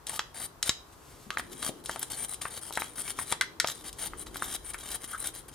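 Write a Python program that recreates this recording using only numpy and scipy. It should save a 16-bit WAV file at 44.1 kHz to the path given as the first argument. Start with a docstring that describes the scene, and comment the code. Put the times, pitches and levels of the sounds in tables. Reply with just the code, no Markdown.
"""A small wire brush scrubs the steel pistons of a hand-held brake caliper, close by in a quiet room.
Bristles slip off the metal in clumps: noisy click trains ring the damped modes of four parts.
Tufts snag and let go with scratchy ticks; the brush head knocks the casting, as modal blows.
Shaped noise gives the room hum, a far rumble, the rub of the holding hand, grip hiss and squeaks."""
import sys
import numpy as np
from scipy import signal
from scipy.fft import rfft, irfft, next_fast_len
from scipy.io import wavfile
from scipy.ndimage import uniform_filter1d

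SR = 44100
rng = np.random.default_rng(int(sys.argv[2]) if len(sys.argv) > 2 else 0)


def volts_from_db(level):
    """Convert decibel levels to linear amplitude ratios."""
    exponent = np.asarray(level, float) / 20
    return 10 ** exponent


def master_out(mix):
    """Clip the mix to full scale and print it as 16-bit PCM to the path in sys.argv[1]."""
    frames = np.transpose(np.atleast_2d(mix))
    ceiling = np.clip(frames, -1, 1)
    pcm = np.round(ceiling * 32767).astype(np.int16)
    wavfile.write(sys.argv[1], SR, pcm)


N = 244314

# modes of lower casting, upper casting, piston rim, bristle tips:
# (frequency [Hz], relative level [dB], t60 when free [s])
PART_MODES = [
    [(340, 3, 0.063), (453, -44, 0.01), (806, 3, 0.037), (906, 8, 0.091), (1250, 13, 0.014),
     (1490, 6.5, 0.017), (1616, -3, 0.051), (1880, 4.5, 0.0094), (2089, 8, 0.063), (2266, 10, 0.031)],
    [(3283, -1, 0.11), (3218, 8.5, 0.0091), (3670, 2.5, 0.027), (3816, -1.5, 0.03), (3950, 4, 0.079),
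     (4473, 1, 0.029), (4873, 0.5, 0.039), (5250, 3.5, 0.037), (5000, -10, 0.038), (7200, -38, 0.032)],
    [(7600, 9, 0.013), (7980, 5, 0.037), (8050, 9, 0.024), (10320, 4, 0.015), (9110, 17, 0.039),
     (9302, 21.5, 0.032), (9680, 7, 0.017), (9950, 8.5, 0.03), (10320, -18, 0.013), (10200, -18, 0.0089)],
    [(11500, -5, 0.017), (13800, 5, 0.01), (14500, 36, 0.024)],
]
# dry scrape of each part, too damped to ring:
# (low edge [Hz], high edge [Hz], level re modes when brushed [dB], when knocked [dB])
PART_SCRAPE = [(1004, 1997, -5, -0.5), (2990, 7800, -2.5, -1.5), (7670, 10240, -3, -3.5),
               (10020, 13160, 22, 4.5)]


def evened(x):
    """Scales to rms 1."""
    return x / np.sqrt(np.mean(x ** 2) + 1e-20)


def read(points, hz):
    """Reads a table on a log-frequency axis."""
    f, value = np.transpose(points)
    return np.interp(np.log(hz + 1), np.log(f + 1), value)


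def band(x, lo_hz, hi_hz):
    """Band-pass."""
    sos = signal.butter(3, [lo_hz, min(hi_hz, .45 * SR)], "bandpass", fs=SR, output="sos")
    return signal.sosfilt(sos, x)


def add(mix, s, sound):
    """Mixes a sound in at time s."""
    part = mix[round(s * SR):][:len(sound)]
    part += sound[:len(part)]


def ring(modes, spread_db, favoured_hz=None, longest_s=1):
    """Decaying sines: one part's answer to a blow; each spot struck favours other modes."""
    t = np.arange(3000) / SR
    chance = rng.standard_normal((len(modes), 2))
    tone = np.zeros(len(t))
    for (hz, db, t60_s), (level_chance, pitch_chance) in zip(modes, chance):
        off_db = -32 * np.log2(hz / favoured_hz) ** 2 if favoured_hz else 0
        envelope = volts_from_db(db + off_db + spread_db * level_chance - 60 * t / min(t60_s, longest_s))
        tone += envelope * np.sin(2 * np.pi * hz * (1 + 0.0093 * pitch_chance) * t)
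    return tone / np.linalg.norm(tone)


def blow(part, favoured_hz, crack_s, by_peak):
    """Faint first touch, noise crack, then modes near the favoured pitch, damped by the hand.
    Loose pads and clips add a blur of modes too dense to tell apart."""
    snap_t60_s, blur_t60_s, held_t60_s = .004, 0.1, .022
    t = np.arange(3000) / SR
    lo_hz, hi_hz, _, dry_db = PART_SCRAPE[part]
    if favoured_hz:
        lo_hz = max(0.597 * favoured_hz, min(lo_hz, 0.63 * favoured_hz))
        hi_hz = min(1.89 * favoured_hz, 1.04 * hi_hz)
    snap = volts_from_db(3.0 - 60 * t / snap_t60_s)
    blur = volts_from_db(-8.5 - 60 * t / blur_t60_s)
    fall = snap + volts_from_db(-60 * t / crack_s) + blur
    crack = band(rng.standard_normal(len(t)) * fall, lo_hz, hi_hz)
    crack = crack / np.linalg.norm(crack)
    # fast first fall, then a quarter rings on
    tone = ring(PART_MODES[part], 2.5, favoured_hz) * (.25 + volts_from_db(-60 * t / held_t60_s))
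    x = tone / np.linalg.norm(tone) + volts_from_db(dry_db) * crack
    # first touch: 40 samples of reversed crack; main onset 0.2 ms
    first_touch = volts_from_db(-24) * crack[40:0:-1]
    x = np.r_[first_touch, x[:-40] * np.minimum(t[:-40] / .0002, 1)]
    return x / (abs(x).max() if by_peak else np.sqrt(np.mean(x[:300] ** 2)))


def background():
    """Room hum, a far rumble that swells, and the dull rub of the hand: shaped stereo noise."""
    # hum spectrum, relative: (frequency [Hz], density [dB per Hz])
    hum_spectrum = [(12, -36.5), (20, 7.5), (160, 3), (189, -16), (305, -9), (342, -15), (372, -8),
                    (1080, -0.5), (2310, -16.5), (5520, -18.5), (7950, -19), (15200, -21.5), (16500, -65)]
    # left-right likeness of the noise: (frequency [Hz], correlation [-1..1])
    hum_likeness = [(60, 0.9), (180, 0.69), (550, 0.5), (1650, 0.16), (4970, 0.051), (15000, 0.1)]
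    # low swells: (time [s], far rumble rms [dB], hand rubbing the casting rms [dB])
    swell_rows = [(0.0, -70, -68), (0.29, -69, -65), (0.86, -68, -65), (1.29, -68, -61.5), (1.53, -74, -50),
                  (2.27, -73, -61.5), (2.71, -77, -58.5), (3.75, -74, -57), (3.93, -53, -59.5),
                  (4.1, -47, -55), (4.32, -58, -52), (4.61, -56, -59.5), (5.11, -61, -61.5),
                  (5.54, -60, -60)]
    hum_rms_db = -54.5
    frames, hz = N // 512 + 5, np.fft.rfftfreq(2048, 1 / SR)
    a, b, c, d = rng.standard_normal((frames, 1025, 4)).T
    same = np.clip(read(hum_likeness, hz), -1, 1)[:, None]
    left = a + 1j * b
    right = same * left + np.sqrt(1 - same ** 2) * (c + 1j * d)
    z = np.array([left, right]) * volts_from_db(np.array([1., -1.]))[:, None, None]  # left 2 dB over right

    def shaped(gain):
        """Noise of rms 1 with this spectrum."""
        return evened(signal.istft(z * gain[:, None], nperseg=2048, noverlap=1536)[1][:, :N])

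    s, rumble_db, rub_db = np.transpose(swell_rows)
    t = np.arange(N) / SR
    rumble = volts_from_db(np.interp(t, s, rumble_db)) * shaped(np.exp(-((hz - 51) / 8) ** 2))
    rub = volts_from_db(np.interp(t, s, rub_db)) * shaped(np.exp(-((hz - 340) / 170) ** 2))
    return volts_from_db(hum_rms_db) * shaped(volts_from_db(read(hum_spectrum, hz))) + rumble + rub


def slips():
    """Click train: bristle tips let go in clumps a few ms long; a few catch hard."""
    slips_per_s = 6000
    clumps = volts_from_db(4.27 * evened(uniform_filter1d(rng.standard_normal(N), 110)))
    size = volts_from_db(3.8 * np.minimum(rng.exponential(1, N), 4)) * rng.choice([-1, 1], N)
    return evened(size * clumps * (rng.random(N) < slips_per_s / SR))


def brush():
    """Slips under each stroke excite all parts; every stroke lands on another spot.
    The second row is the same strokes as radiated by other bristles."""
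    # (start [s], length [s], piston rim as it lands [dB], as it lifts [dB],
    #  upper casting re rim at mid-stroke [dB])
    stroke_rows = [(0.067, 0.1, -47.5, -41.5, -1.5), (0.344, .11, -45, -38.5, -4.5),
                   (0.633, 0.043, -49, -32, -4.5), (1.317, 0.031, -71, -69, 16),
                   (1.379, 0.015, -46, -40, -0.5), (1.498, 0.032, -63, -44, -1.5),
                   (1.546, 0.071, -52, -47, -5), (1.624, 0.066, -37, -38.5, -2.5),
                   (1.424, .075, -65, -66, 1.5), (1.72, 0.085, -67, -65, 1), (1.848, 0.034, -45, -53, -5.5),
                   (1.89, 0.062, -48, -51.5, 2.5), (1.958, 0.073, -53, -56, -2),
                   (2.014, 0.012, -47, -41.5, 0), (2.038, .045, -57, -55, -2),
                   (2.102, 0.064, -41, -47.5, -1.5), (2.174, 0.074, -38, -37, -9.5),
                   (2.285, 0.056, -39.5, -41, -11), (2.358, .04, -70, -68, 5),
                   (2.415, 0.021, -34, -44.5, -3.5), (2.444, 0.038, -49, -48, -3),
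                   (2.502, 0.08, -47, -42, -5), (2.613, 0.079, -46.5, -44, -8), (2.717, 0.058, -57, -53, 6),
                   (2.794, 0.018, -40, -42.5, 0), (2.831, 0.051, -40.5, -55, -1),
                   (2.883, 0.073, -52, -59.5, -6), (2.96, 0.053, -41.5, -35.5, -7.5),
                   (3.036, 0.076, -43, -37.5, -6), (3.133, 0.063, -63, -47.5, 1),
                   (3.188, 0.04, -38.5, -34, -12), (3.237, 0.018, -52, -58, 0),
                   (3.262, 0.059, -49.5, -35.5, -4), (3.662, 0.055, -49, -43, 4.5),
                   (3.737, 0.084, -53, -53.5, -2), (3.842, 0.046, -46.5, -44.5, -1),
                   (3.947, 0.036, -68, -59, 2.5), (3.987, 0.084, -41.5, -37.5, -3),
                   (4.1, 0.069, -61, -66, 2.5), (4.175, 0.051, -47, -42.5, -9.5),
                   (4.264, 0.018, -48.5, -63, 6.5), (4.29, 0.055, -63, -65, 1), (4.345, 0.032, -45, -49, 0),
                   (4.396, 0.059, -48.5, -42, -0.5), (4.463, 0.091, -44, -36, -3.5),
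                   (4.578, .06, -70, -60, -4), (4.645, 0.061, -47, -37, -10.5),
                   (4.736, 0.019, -38.5, -54, 0), (4.781, 0.036, -49, -48.5, 0),
                   (4.83, 0.061, -47.5, -46, -1), (4.905, 0.051, -38, -37, -7.5),
                   (5.004, 0.045, -50.5, -43.5, -5.5), (5.076, 0.056, -44, -42.5, -7.5),
                   (5.146, 0.026, -50, -61, 1), (5.179, 0.047, -44, -40.5, -10.5),
                   (5.242, 0.046, -37.5, -40, -4.5), (5.338, 0.059, -46.5, -47, -6.5),
                   (5.41, 0.051, -62, -68, -4), (5.484, .022, -43, -66, -5.5), (5.516, 0.036, -63, -52, 1)]
    land_s, lift_s = 0.0058, 0.025  # contact builds before the start, fades after the end
    lower_db, lower_share = -6.5, 0.69  # lower casting follows the upper one
    tips_db, tips_share = -6.5, 0.74  # so do the bristle tips
    # change re rim from landing to lifting, as the brush speeds up
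    upper_gain_db, lower_gain_db, tips_gain_db = 3, -1, 9
    brushed_t60_s = .022  # longest ring under the bristles
    spots_hz = (None, 3540, None, None)  # low modes of the upper casting wake most
    clicks = [band(np.arange(3000) == 0, lo_hz, hi_hz) for lo_hz, hi_hz, *_ in PART_SCRAPE]
    clicks = [click / np.linalg.norm(click) for click in clicks]
    out = np.zeros((2, N))
    for row in out:
        shared = slips()
        trains = [evened(1.27 * shared + slips()) for _ in PART_SCRAPE]
        for s, length, land_db, lift_db, upper_db in stroke_rows:
            first = round((s - land_s) * SR)
            at = np.arange(first, min(round((s + length + lift_s) * SR), N))
            t = at / SR - s
            along = np.clip(t / length, 0, 1)
            edges = np.clip(np.minimum(1 + t / land_s, 1 + (length - t) / lift_s), 0, 1) ** 2
            contact = edges * volts_from_db(land_db + (lift_db - land_db) * along)
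            levels_db = (lower_db + lower_share * upper_db + lower_gain_db * (along - .5),
                         upper_db + upper_gain_db * (along - .5),
                         0,
                         tips_db + tips_share * upper_db + tips_gain_db * (along - .5))
            for db, spot_hz, modes, click, (_, _, dry_db, _), train in zip(
                    levels_db, spots_hz, PART_MODES, clicks, PART_SCRAPE, trains):
                answer = ring(modes, 3.6, spot_hz, brushed_t60_s) + volts_from_db(dry_db) * click
                answer = answer / np.linalg.norm(answer)
                add(row, at[0] / SR, signal.oaconvolve(train[at] * contact * volts_from_db(db), answer))
    return out


def snags():
    """A tuft of bristles snags and lets go: short scratchy ticks on the rim."""
    # (time [s], piston rim peak [dB], upper casting rms re peak [dB], bristle tips rms re peak [dB])
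    snag_rows = [(0.068, -26.5, -12, -24), (0.16, -41.5, -3, -4), (1.532, -47, -7, -25),
                 (1.8388, -42, -14, -16), (1.858, -23.5, -16.5, -29), (1.911, -42, -0.5, -8),
                 (1.993, -30.5, -17, -6.5), (2.101, -33, -17, -17), (2.118, -23, -20, -21),
                 (2.2935, -26, -40, -36), (2.314, -35, -36, -29), (2.343, -25.5, -20, -27),
                 (2.418, -28, -12.5, -32), (2.7246, -37, -6, -9), (2.7358, -28, -20, -24),
                 (2.754, -30.5, -10, -27), (2.797, -39, -8, -3), (3.002, -27, -22, -27),
                 (3.018, -24, -29, -29), (3.273, -46, -19, -24), (3.672, -35, 5, -9),
                 (3.928, -35, -13, -20), (3.9903, -44, -6, -21), (4.1934, -31, -31, -25),
                 (4.2135, -31, -25, -25), (4.368, -36.5, -7.5, -6), (4.441, -31.5, -13, -12),
                 (4.886, -42, -24, -18), (4.9155, -34, -6, -8), (5.042, -30, -18.5, -24),
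                 (5.1137, -34, -27, -16), (5.183, -40, -32, -21), (5.201, -24.5, -41, -27),
                 (5.2617, -35, -15, -11), (5.2712, -20.5, -21, -19), (5.3495, -37.5, -12, -10),
                 (5.483, -50, -28, -4)]
    out = np.zeros(N)
    for s, peak_db, upper_db, tips_db in snag_rows:
        upper = volts_from_db(upper_db) * blow(1, None, 0.11, False)
        tips = volts_from_db(tips_db) * blow(3, None, 0.023, False)
        add(out, s, volts_from_db(peak_db) * (blow(2, None, 0.02, True) + upper + tips))
    return out


def handling():
    """Band-passed noise: short fuzzy squeaks of the casting, soft hiss of the grip shifting."""
    # grip hiss: (time [s], rms level [dB])
    rustle_rows = [(0.859, -68), (0.918, -68), (0.928, -55.5), (0.96, -69), (1.02, -63.5), (1.106, -57.5),
                   (1.182, -61), (1.232, -56.5), (1.298, -66)]
    # (start [s], end [s], rms before the Hann fade [dB], centre [Hz], width [Hz])
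    squeak_rows = [(0.091, 0.109, -44, 1050, 450), (0.125, 0.151, -42, 866, 120),
                   (0.15, 0.196, -48, 1210, 140), (1.307, 1.364, -42, 1250, 160),
                   (5.115, 5.179, -37, 1380, 428)]
    out, noise = np.zeros(N), rng.standard_normal((1 + len(squeak_rows), SR))
    s, db = np.transpose(rustle_rows)
    t = np.arange(s[0], s[-1], 1 / SR)
    rustle = evened(band(noise[0, :len(t)], 1500, 11500))
    add(out, s[0], volts_from_db(np.interp(t, s, db)) * rustle)
    for (start, end, db, hz, width_hz), hiss in zip(squeak_rows, noise[1:]):
        length = round((end - start) * SR)
        fuzz = band(hiss, hz - width_hz / 2, hz + width_hz / 2)[-length:]
        add(out, start, volts_from_db(db) * evened(fuzz) * np.hanning(length))
    return out


def knocks():
    """Brush head blows on metal, one jolt of the casting in the palm, one hollow bump of the hand."""
    # (time [s], lower casting peak [dB], pitch it favours [Hz],
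    #  upper casting rms re peak [dB], piston rim rms re peak [dB])
    knock_rows = [(.094, -27.5, 1250, -16, -5.5), (.192, -14.5, 1340, -12, -48),
                  (.627, -24.5, 2060, -1.5, -6), (.693, -17.5, 1680, -2, -30),
                  (1.304, -19.5, 1370, -15, -31), (1.371, -14.5, 1500, -24.5, -40),
                  (1.395, -19.5, 1430, -23, -27), (1.627, -27.5, 1480, -11.5, -18),
                  (1.691, -26, 360, -20, -25), (1.894, -18, 1020, -29, -21.5),
                  (1.959, -24.5, 840, -20, -20), (2.028, -30.5, 930, -10, 0), (2.453, -19, 1270, -33, -37),
                  (2.706, -31.5, 705, -25, -22), (2.773, -14, 1380, -31, -23),
                  (2.819, -17.5, 1410, -22, -32), (3.078, -27, 1320, -12.5, -19),
                  (3.188, -19.5, 1490, -21, -33), (3.323, -15, 1020, -14.5, -13),
                  (3.41, -12, 2260, -12, -19.5), (3.42, -25.5, 1670, -10, -19),
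                  (3.599, -17, 2150, -4.5, -18), (3.644, -16.5, 1030, -18, -43),
                  (4.134, -27.5, 1220, -47, -39), (4.267, -34.5, 1250, -16, -26),
                  (4.357, -24.5, 1330, -29, -21), (4.422, -16.5, 1330, -40, -21),
                  (4.743, -23.5, 1780, -26, -22)]
    # hollow bump: peak [dB], frequency [Hz], t60 [s]
    bump_db, bump_hz, bump_t60_s = (-44.5, 210, 0.17)
    bump_s = 1.266
    thump_s, thump_hz, thump_peak_db = .693, 400, -22
    # the more a knock wakes the upper casting, the higher it rings there
    dull_hz, bright_hz, dull_db = 2970, 5040, -15.5
    shake_db = -22  # bristle tips shake with rim and upper casting
    out, t = np.zeros(N), np.arange(3000) / SR
    for s, peak_db, lower_hz, upper_db, rim_db in knock_rows:
        upper_hz = dull_hz + (bright_hz - dull_hz) * np.clip(1 - upper_db / dull_db, 0, 1)
        lower = blow(0, lower_hz, 0.014, True)
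        upper = volts_from_db(upper_db) * blow(1, upper_hz, 0.016, False)
        rim = volts_from_db(rim_db) * blow(2, None, 0.015, False)
        tips = volts_from_db(shake_db) * (volts_from_db(rim_db) + volts_from_db(upper_db)) * blow(3, None, 0.009, False)
        add(out, s, volts_from_db(peak_db) * (lower + upper + rim + tips))
    push = 2 * np.pi * thump_hz * t
    add(out, thump_s, volts_from_db(thump_peak_db) * push * np.exp(1 - push))
    add(out, bump_s, volts_from_db(bump_db - 60 * t / bump_t60_s) * np.sin(2 * np.pi * bump_hz * t))
    return out


def room(x):
    """Sparse taps of random sign, each band dying at its own speed, other taps for each channel."""
    # (frequency [Hz], t60 [s])
    decay_rows = [(250, 0.07), (1700, 0.31), (5500, 0.34), (8500, 0.21), (13000, 0.2)]
    taps = np.zeros((2, SR // 2))
    # one tap in every 20 samples
    at = np.arange(100, SR // 2 - 20, 20) + rng.integers(0, 20, (2, (SR // 2 - 101) // 20))
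    np.put_along_axis(taps, at, rng.choice([-1., 1.], at.shape), 1)
    hz, t, z = signal.stft(taps, SR, nperseg=256)
    decay = volts_from_db(-60 * t / read(decay_rows, hz)[:, None])
    tail = signal.istft(z * decay, SR, nperseg=256)[1]
    return signal.fftconvolve(x[None], tail / np.linalg.norm(tail[0]), axes=1)[:, :N]


def ports(x, other):
    """Two microphone ports hear the caliper with level and phase differences that vary with pitch."""
    # (frequency [Hz], left over right [dB])
    lean_rows = [(300, 8), (770, 4.5), (1170, 2.5), (1790, 2), (2740, -1.5), (4190, 3), (6410, 0.5),
                 (9200, 9), (12000, -0.3), (15000, -1)]
    # (frequency [Hz], left ahead of right [rad])
    lead_rows = [(1000, 0), (4300, 0), (5250, 1.3), (5860, 1.3), (7060, 1), (7750, .5), (9390, -1.5),
                 (10200, -1.7), (14700, .7)]
    # brushing at both ports: (frequency [Hz], left-right likeness [0..1])
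    likeness_rows = [(2000, 1), (4500, 1), (9000, 0.99), (14000, 0.25)]
    size = next_fast_len(N + 4096)
    hz = np.fft.rfftfreq(size, 1 / SR)
    half = volts_from_db(read(lean_rows, hz) / 2) * np.exp(.5j * read(lead_rows, hz))
    same = np.clip(read(likeness_rows, hz), 0, 1)
    left = rfft(x, size)
    right = same * left + np.sqrt(1 - same ** 2) * rfft(other, size)
    return irfft(np.array([left * half, right / half]), size)[:, :N]


def scene():
    """Brush, snags, knocks and handling, their room tail and the background."""
    strokes, ticks, blows = brush(), snags(), knocks() + handling()
    tail = room(volts_from_db(-12.5) * (strokes[0] + ticks) + volts_from_db(-12) * blows)
    direct = ports(strokes[0] + ticks + blows, strokes[1] + ticks + blows)
    return direct + tail + background()


def low_pass(x):
    """Removes everything above the highest recorded frequency."""
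    return signal.sosfilt(signal.butter(12, 17010, fs=SR, output="sos"), x)


def record(dry):
    """The microphone rolls off the deepest bass."""
    cut = signal.sosfilt(signal.butter(2, 40, "highpass", fs=SR, output="sos"), dry)
    return low_pass(cut)


dry = scene()
out = record(dry)
master_out(out)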